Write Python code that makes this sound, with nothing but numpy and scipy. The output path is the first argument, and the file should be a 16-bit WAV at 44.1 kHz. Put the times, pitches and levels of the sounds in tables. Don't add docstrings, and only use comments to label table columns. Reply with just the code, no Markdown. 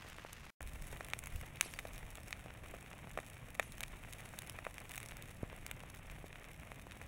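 import sys
import numpy as np
from scipy import signal
from scipy.io import wavfile
from scipy.ndimage import uniform_filter1d

SR = 44100
rng = np.random.default_rng(int(sys.argv[2]) if len(sys.argv) > 2 else 0)


def volts_from_db(level):
    exponent = np.asarray(level, float) / 20
    return 10 ** exponent


def materialize(psi):
    bounded = np.clip(np.atleast_2d(psi).T, -1, 1)
    quanta = np.round(bounded * 32767).astype(np.int16)
    wavfile.write(sys.argv[1], SR, quanta)


N = 311787

CHANGE_S, MUTE_S, BACK_S = 0.504, 0.553, 0.6055
ECHO_MS = 1.6

# start_s, pop_peak_db, pulse_ms (pocket size), snap_peak_db, ground_echo_db
POCKET_BURSTS = [(0.1847, -35.5, 0.053, -58, -31), (0.2489, -34.5, 0.12, -68, -21),
                 (0.6077, -33.5, 0.047, -40, -17), (1.008, -29, 0.043, -35.5, -7),
                 (1.1351, -23, 0.028, -21.5, -21), (1.6107, -12.5, 0.012, -15, -33),
                 (1.7896, -26.5, 0.022, -56, -9), (1.8523, -33.5, 0.11, -43, -3),
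                 (2.328, -29, 0.027, -27, -7), (2.7393, -35.5, 0.14, -54, -2),
                 (2.7472, -35.5, 0.048, -42, -12), (3.175, -23.5, 0.083, -36.5, -2),
                 (3.188, -27.5, 0.062, -40, -9), (3.201, -39.5, 0.032, -38, 8),
                 (3.5967, -15.5, 0.04, -18.5, -5), (3.8359, -24, 0.017, -46, -11),
                 (4.588, -31.5, 0.041, -37, 1), (4.6668, -25, 0.081, -42, -5.5),
                 (4.782, -31, 0.028, -33, -30), (5.4317, -26, 0.37, -67, -13),
                 (6.2424, -36, 0.22, -70, -15), (6.718, -32.5, 0.04, -37.5, -16),
                 (6.9203, -44, 0.021, -37, -8), (7.0151, -34.5, 0.047, -39, -21)]
# time_s, level_db
GRASS_BURN = [(0.61, -3), (0.8, 2.5), (1.2, 2.5), (1.5, -1.5), (1.75, 2.5), (1.95, 2.5), (2.15, -1.5),
              (2.3, 1.5), (2.5, -2.5), (2.9, -0.7), (3.2, -3), (3.55, -3), (4, 1.5), (4.3, 2.5),
              (4.6, 0.28), (5.1, 1.5), (5.4, -2.5), (7.07, -3.5)]


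def bursts(way):
    # start_s, pop_peak_db, snap_peak_db
    thick_stems = [(0.3307, -38.5, -29.5), (0.6283, -39, -34.5), (0.8226, -40, -34), (1.047, -43, -32.5),
                   (1.0858, -37, -36), (1.1901, -44, -27.5), (1.2386, -37.5, -33), (1.2713, -32.5, -33),
                   (1.4127, -39, -35.5), (1.6283, -35, -35), (1.738, -38, -28), (1.7936, -40, -33),
                   (2.3077, -35.5, -33.5), (3.5507, -38, -35), (3.6006, -29, -43), (3.7814, -36.5, -35),
                   (3.8067, -36, -24), (3.832, -38, -27.5), (4.1345, -45, -31), (4.3888, -42, -24.5),
                   (4.497, -35, -28), (4.6504, -32, -37), (4.9473, -35, -36), (4.965, -38, -36),
                   (4.9788, -29.5, -25.5), (5.0023, -34, -33), (5.0301, -38, -33), (5.1691, -40.5, -34),
                   (5.6646, -33, -26), (5.7131, -29.5, -25.5)]
    # start_s, pop_peak_db, pulse_ms
    puffs = [(0.1305, -42, 0.014), (0.929, -36, 0.1), (0.9644, -38, 0.042), (1.5714, -40, 0.022),
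             (1.66, -39, 0.16), (2.0303, -37.5, 0.052), (2.1832, -38.5, 0.092), (2.4603, -36.5, 0.13),
             (2.5054, -39.5, 0.025), (2.914, -38.5, 0.042), (2.931, -38, 0.018), (3.072, -38.5, 0.076),
             (3.628, -35.5, 0.027), (4.0487, -37.5, 0.038), (4.2034, -40, 0.038), (4.3374, -36, 0.047),
             (4.4332, -38.5, 0.048), (5.11, -38, 0.02), (5.121, -36, 0.033), (5.4997, -38.5, 0.03),
             (5.529, -36, 0.11), (5.4397, -38.5, 0.046), (5.8359, -37.5, 0.076), (6.099, -37, 0.028),
             (6.3287, -38.5, 0.02), (6.3572, -36.5, 0.032), (6.4433, -39.5, 0.017), (6.633, -39, 0.045),
             (6.6741, -41, 0.033), (6.8686, -37.5, 0.12),
             (0.022, -44, 0.034), (0.048, -41, .09), (0.061, -43, .1), (0.122, -43, .03), (0.157, -45, .06),
             (0.196, -43, .025), (0.2615, -42, .04), (0.368, -49, 0.032), (0.407, -48, .025),
             (0.4334, -44, .035), (0.4663, -44, 0.05), (1.4351, -41, 0.033), (1.641, -39, .03),
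             (2.4832, -41, 0.033), (2.55, -41, 0.038), (2.8627, -40.5, 0.027), (2.937, -41, .12),
             (2.9887, -42, 0.043), (3.1058, -40, 0.036), (3.3686, -40, .03), (3.8168, -40, 0.035),
             (4.037, -40, 0.026), (5.8042, -38.5, 0.015), (5.995, -42, .085), (6.545, -45, .036),
             (6.7953, -41, .03), (6.911, -37.5, 0.016), (6.9674, -41, 0.08)]
    # start_s, snap_peak_db
    blades = [(0.6742, -36.5), (0.8704, -39), (0.926, -37), (1.101, -38.5), (1.259, -31.5), (1.3602, -33.5),
              (1.5583, -39.5), (1.872, -39.5), (1.934, -37.5), (1.9798, -34), (2.1044, -36.5),
              (2.1544, -34), (2.233, -39.5), (2.2821, -35.5), (2.712, -40), (3.2645, -38.5),
              (3.7214, -35.5), (3.881, -39), (4.127, -32.5), (4.257, -39), (4.4205, -33.5), (4.7424, -36.5),
              (4.8941, -34.5), (4.9169, -32), (4.9577, -29), (5.06, -33.5), (5.087, -33.5), (5.2238, -34),
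              (5.9005, -35.5), (6.1145, -40),
              (0.087, -41), (0.0997, -41), (0.1648, -44), (0.4562, -48), (0.6185, -40), (0.7348, -40),
            (0.915, -39), (0.9715, -39), (1.4047, -43), (1.4597, -42), (1.6229, -36), (1.7115, -40),
            (1.8843, -41), (1.9608, -38.5), (2.1722, -39), (2.7664, -46), (2.809, -42), (3.114, -40),
            (3.3005, -39), (3.5043, -41), (3.8614, -46), (4.29, -40), (4.4734, -38), (4.803, -37),
            (4.9102, -35), (4.9385, -37), (5.114, -37), (5.3092, -44), (6.2666, -44.5), (7.0639, -46)]
    puff_snap_db, puff_echo_db = -9, -16.5
    blade_pop_db, stem_echo_db, stem_ms = -11, -8, 0.027
    echo_spread = 0.2

    pockets = POCKET_BURSTS + [(s, db, ms, db + puff_snap_db, puff_echo_db) for s, db, ms in puffs]
    stems = thick_stems + [(s, db + blade_pop_db, db) for s, db in blades + strays()]
    rows = pockets + [(s, pop_db, stem_ms, snap_db, stem_echo_db) for s, pop_db, snap_db in stems]

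    out = np.zeros(N + 3000)
    t = np.arange(500) / SR
    chance = rng.standard_normal((len(rows), 2, len(t)))
    for k, (start_s, pop_db, pulse_ms, snap_db, echo_db) in enumerate(rows):
        c, d = chance[k]
        varies = k >= len(POCKET_BURSTS)
        echo_ms = ECHO_MS * (1 + echo_spread * np.tanh(c[0]) * varies)
        scatter = c * (abs(d) > 1.2) * volts_from_db(-20 - 60 * t / 0.013)
        scatter[0] = 1
        scatter[round(echo_ms / 1000 * SR)] = volts_from_db(min(echo_db, 0))
        scatter[round(7.9 / 1000 * SR)] = volts_from_db(echo_db - 17)
        pop = above(pocket(pulse_ms), hz=min(0.45 / pulse_ms ** 2, 850))
        tear = d[:90] * volts_from_db(-15 - 60 * t[:90] / 0.004)
        tear[0] = -1
        blunt = 0.45 if k < len(pockets) else 0.08
        snap = above(signal.lfilter([1], np.poly(2 * [blunt]), tear), hz=3620)
        for sound, peak_db in ((pop, pop_db), (snap, snap_db)):
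            heard = np.convolve(np.convolve(sound, way), scatter)
            out[round(start_s * SR):][:len(heard)] += volts_from_db(peak_db) * heard / abs(heard).max()
    return out[:N]


def pocket(pulse_ms):
    u = np.arange(700) / SR / (np.clip(pulse_ms, 0.005, 3) / 1000)
    rebound = 1.7 + 7 * pulse_ms
    push = u ** 2 * np.exp(-u)
    back = (u / rebound) ** 2 * np.exp(-u / rebound) / rebound
    return back - push


def strays():
    count, level_db, spread_db = 200, -49.5, 3
    t = np.arange(N) / SR
    share = np.cumsum(curve(GRASS_BURN, order=1) * (t > BACK_S))
    when, size = rng.random((count, 2)).T
    start_s = np.interp(when, share / share[-1], t)
    return list(zip(start_s, level_db - spread_db * np.log(size + 0.025)))


def embers():
    level_db, delay_s, t60_s = -28, 0.029, 0.43
    low_hz, top_hz = 2800, 11500
    t = np.arange(SR // 2) / SR
    swell = np.minimum(t / delay_s, 1) ** 2 * volts_from_db(-60 * np.maximum(t - delay_s, 0) / t60_s)
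    pops = np.zeros(N)
    for start_s, pop_db, *_ in POCKET_BURSTS:
        pops[round(start_s * SR)] = volts_from_db(2 * pop_db + level_db)

    def colour(hz):
        return 0.5 * path_db(hz) - np.maximum(low_hz - hz, 0) / 90 - np.maximum(hz - top_hz, 0) / 90

    spray = noise(colour, patchy_db=5.0, flicker_db=-1.0, size=256)
    return signal.oaconvolve(pops, swell)[:N] * spray


def grass(way):
    hiss_db, fizz_db, hiss_follows = -60, -72.5, 0.25

    def hiss_colour(hz):
        return path_db(hz) - 30 * (hz < 180) - np.maximum(hz - 3300, 0) / 90

    def sizzle_colour(hz):
        return path_db(hz) - np.maximum(4400 - hz, 0) / 90

    hiss = noise(hiss_colour, patchy_db=0.0, flicker_db=3.5)
    thuds = crackle(way, per_s=230, spread_db=0.5, pulse_ms=0.099)
    ticks = crackle(way, per_s=260, spread_db=4.5, pulse_ms=0.01)
    sizzle = noise(sizzle_colour, patchy_db=0.5, flicker_db=2.5, size=256)
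    fizz = evened(above(crackle(way, per_s=310, spread_db=2.5, pulse_ms=0.0028), hz=4500))
    burn = curve(GRASS_BURN, order=1)
    low = volts_from_db(hiss_db) * burn ** hiss_follows * (hiss + volts_from_db(-7.5) * thuds + volts_from_db(-7.0) * ticks)
    high = volts_from_db(fizz_db) * burn * (sizzle + volts_from_db(-3.5) * fizz)
    return low + high + embers()


def crackle(way, per_s, spread_db, pulse_ms):
    size = volts_from_db(spread_db * np.minimum(rng.exponential(1, N), 3.5))
    hits = size * (rng.random(N) < per_s / SR)
    both = hits + 0.5 * np.roll(hits, round(ECHO_MS / 1000 * SR))
    return evened(signal.oaconvolve(both, np.convolve(pocket(pulse_ms), way))[:N])


def blaze(way):
    # time_s, level_db
    blaze_level = [(0.0, -55.5), (0.306, -59), (0.5, -58.5)]
    # freq_hz, level_db (per Hz)
    blaze_spectrum = [(150, -25), (300, -2), (700, -4), (1600, 0), (2600, -2), (4200, -11), (6500, -14),
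                      (9500, -19), (15800, -25), (16500, -40)]
    flames = noise(lambda hz: read(blaze_spectrum, hz), patchy_db=0.5, flicker_db=3.5, size=256)
    spit = crackle(way, per_s=440, spread_db=11.0, pulse_ms=0.011)
    return curve(blaze_level, order=1) * (flames + volts_from_db(-13) * spit)


def whistle():
    # start_s, length_s, pitch_hz, level_db
    stem_whistle = (1.74, .024, 4650, -63)
    start_s, length_s, pitch_hz, level_db = stem_whistle
    t = np.arange(N) / SR - start_s
    swell = np.sin(np.pi * np.clip(t / length_s, 0, 1)) ** 0.5
    waver = np.sin(2 * np.pi * 70 * t)
    return volts_from_db(level_db) * swell * np.sin(2 * np.pi * pitch_hz * t + waver)


def bank(x):
    t = np.arange(SR // 4) / SR
    rise = np.clip((t - 0.014) / 0.016, 0, 1)
    tail = above(rng.standard_normal(len(t)), hz=1480) * rise * volts_from_db(-60 * t / 0.053)
    return volts_from_db(-26.0) * signal.oaconvolve(x, tail / np.linalg.norm(tail))[:N]


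def rumble():
    # centre_s, peak_db, half_length_s
    gusts = [(0.7, -47.5, 0.085), (0.895, -48, 0.12), (1.245, -49.5, 0.051), (1.372, -37.5, 0.033),
             (1.43, -49, .05), (1.996, -58.5, 0.24), (2.68, -56, .12), (3.2, -63, 0.14), (3.85, -59, 0.17),
             (4.594, -60, 0.17), (5.6, -55.5, 0.2), (6.122, -51.5, 0.1), (6.57, -57, 0.055)]
    # freq_hz, level_db
    gust_spectrum = [(12, -1), (30, 12.5), (55, 8.5), (80, 1.5), (140, -43)]
    # freq_hz, level_db
    roar_spectrum = [(45, -25.5), (75, -1.5), (130, -3), (200, -10.5), (320, -18), (600, -47)]
    wind_db, fire_db, asphalt_fire_db, roar_follows = -59.5, -57.5, -61, 0.09
    gust = noise(lambda hz: read(gust_spectrum, hz), patchy_db=0.5, flicker_db=-1.0, size=4096)
    roar = noise(lambda hz: read(roar_spectrum, hz), patchy_db=0.0, flicker_db=1.1, size=2048)
    t = np.arange(N) / SR
    power = volts_from_db(wind_db) ** 2
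    for centre_s, peak_db, half_s in gusts:
        power = power + (volts_from_db(peak_db) * np.exp(-((t - centre_s) / half_s) ** 2)) ** 2
    wind = np.sqrt(power)
    fanned = (wind / volts_from_db(wind_db)) ** roar_follows
    fire = volts_from_db(np.where(t < MUTE_S, asphalt_fire_db, fire_db)) * fanned
    return wind * gust + fire * roar


def path_db(hz):
    # freq_hz, level_db
    broad = [(200, -1), (700, 0), (1300, -4), (2300, 0), (3500, -9), (4650, -14.5), (6500, -13.5),
             (10500, -12.5), (12700, -15.5), (14200, -25), (15200, -14.5), (15800, -15.5), (16300, -27),
             (17000, -40)]
    # freq_hz, width_hz, depth_db
    housing_notches = [(3150, 250, -3), (4300, 250, -7), (4980, 250, -11), (5900, 350, -4), (7200, 500, -4),
                       (9250, 350, -4), (12000, 500, -3)]
    dips = sum(db * np.exp(-((hz - f) / width) ** 2) for f, width, db in housing_notches)
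    return read(broad, hz) + dips


def path(size=2048):
    log_gain = np.log(volts_from_db(path_db(abs(np.fft.fftfreq(size, 1 / SR)))))
    spectrum = np.exp(np.conj(signal.hilbert(log_gain)))
    return np.fft.ifft(spectrum).real[:size // 4]


def noise(colour, patchy_db, flicker_db, size=512):
    frames = 4 * N // size + 5
    hz = np.fft.rfftfreq(size, 1 / SR)
    a, b, patches = rng.standard_normal((frames, len(hz), 3)).T
    patches = uniform_filter1d(patches, size=7, axis=0)
    patches = evened(uniform_filter1d(patches, size=14, axis=1))
    flicker = evened(uniform_filter1d(rng.standard_normal(frames), size=3))
    level_db = colour(hz)[:, None] + patchy_db * patches + flicker_db * flicker
    z = (a + 1j * b) * volts_from_db(level_db)
    return evened(signal.istft(z, nperseg=size, noverlap=3 * size // 4)[1][:N])


def evened(x):
    return x / np.sqrt(np.mean(x ** 2) + 1e-20)


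def read(points, hz):
    f, value = np.transpose(points)
    return np.interp(np.log(hz + 1), np.log(f + 1), value)


def curve(rows, order):
    return volts_from_db(np.interp(np.arange(N) / SR, [r[0] for r in rows], [r[order] for r in rows]))


def below(x, hz):
    return signal.oaconvolve(x, signal.firwin(401, hz, window=("kaiser", 8), fs=SR), "same")


def above(x, hz):
    return signal.sosfilt(signal.butter(2, hz, "high", fs=SR, output="sos"), x)


def scene():
    way = path()
    fire = np.where(np.arange(N) / SR < MUTE_S, blaze(way), grass(way))
    near = bursts(way)
    return (fire + near + bank(near) + whistle() + rumble())[None]


def low_pass(x):
    return signal.sosfilt(signal.butter(12, 17130, fs=SR, output="sos"), x)


def record(dry):
    body_edge_hz, top_edge_hz = 15900, 16600
    t = np.arange(N) / SR
    leftover_db = np.interp(t, [CHANGE_S, MUTE_S - 0.012, MUTE_S], [-86, -90, -104])
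    leftover = volts_from_db(leftover_db) * rng.standard_normal(N)
    gap = (t > CHANGE_S) & (t < BACK_S)
    joined = np.where(gap, leftover * (t < MUTE_S), dry[0])
    body = below(joined, body_edge_hz)
    top = below(joined, top_edge_hz) - body
    crack = uniform_filter1d(1. * (abs(top) > volts_from_db(-70)), size=900) > 0
    gate = uniform_filter1d(1. * crack, size=200)
    mix = (body + volts_from_db(-7) * top * gate)[None]
    return low_pass(mix)


dry = scene()
out = record(dry)
materialize(out)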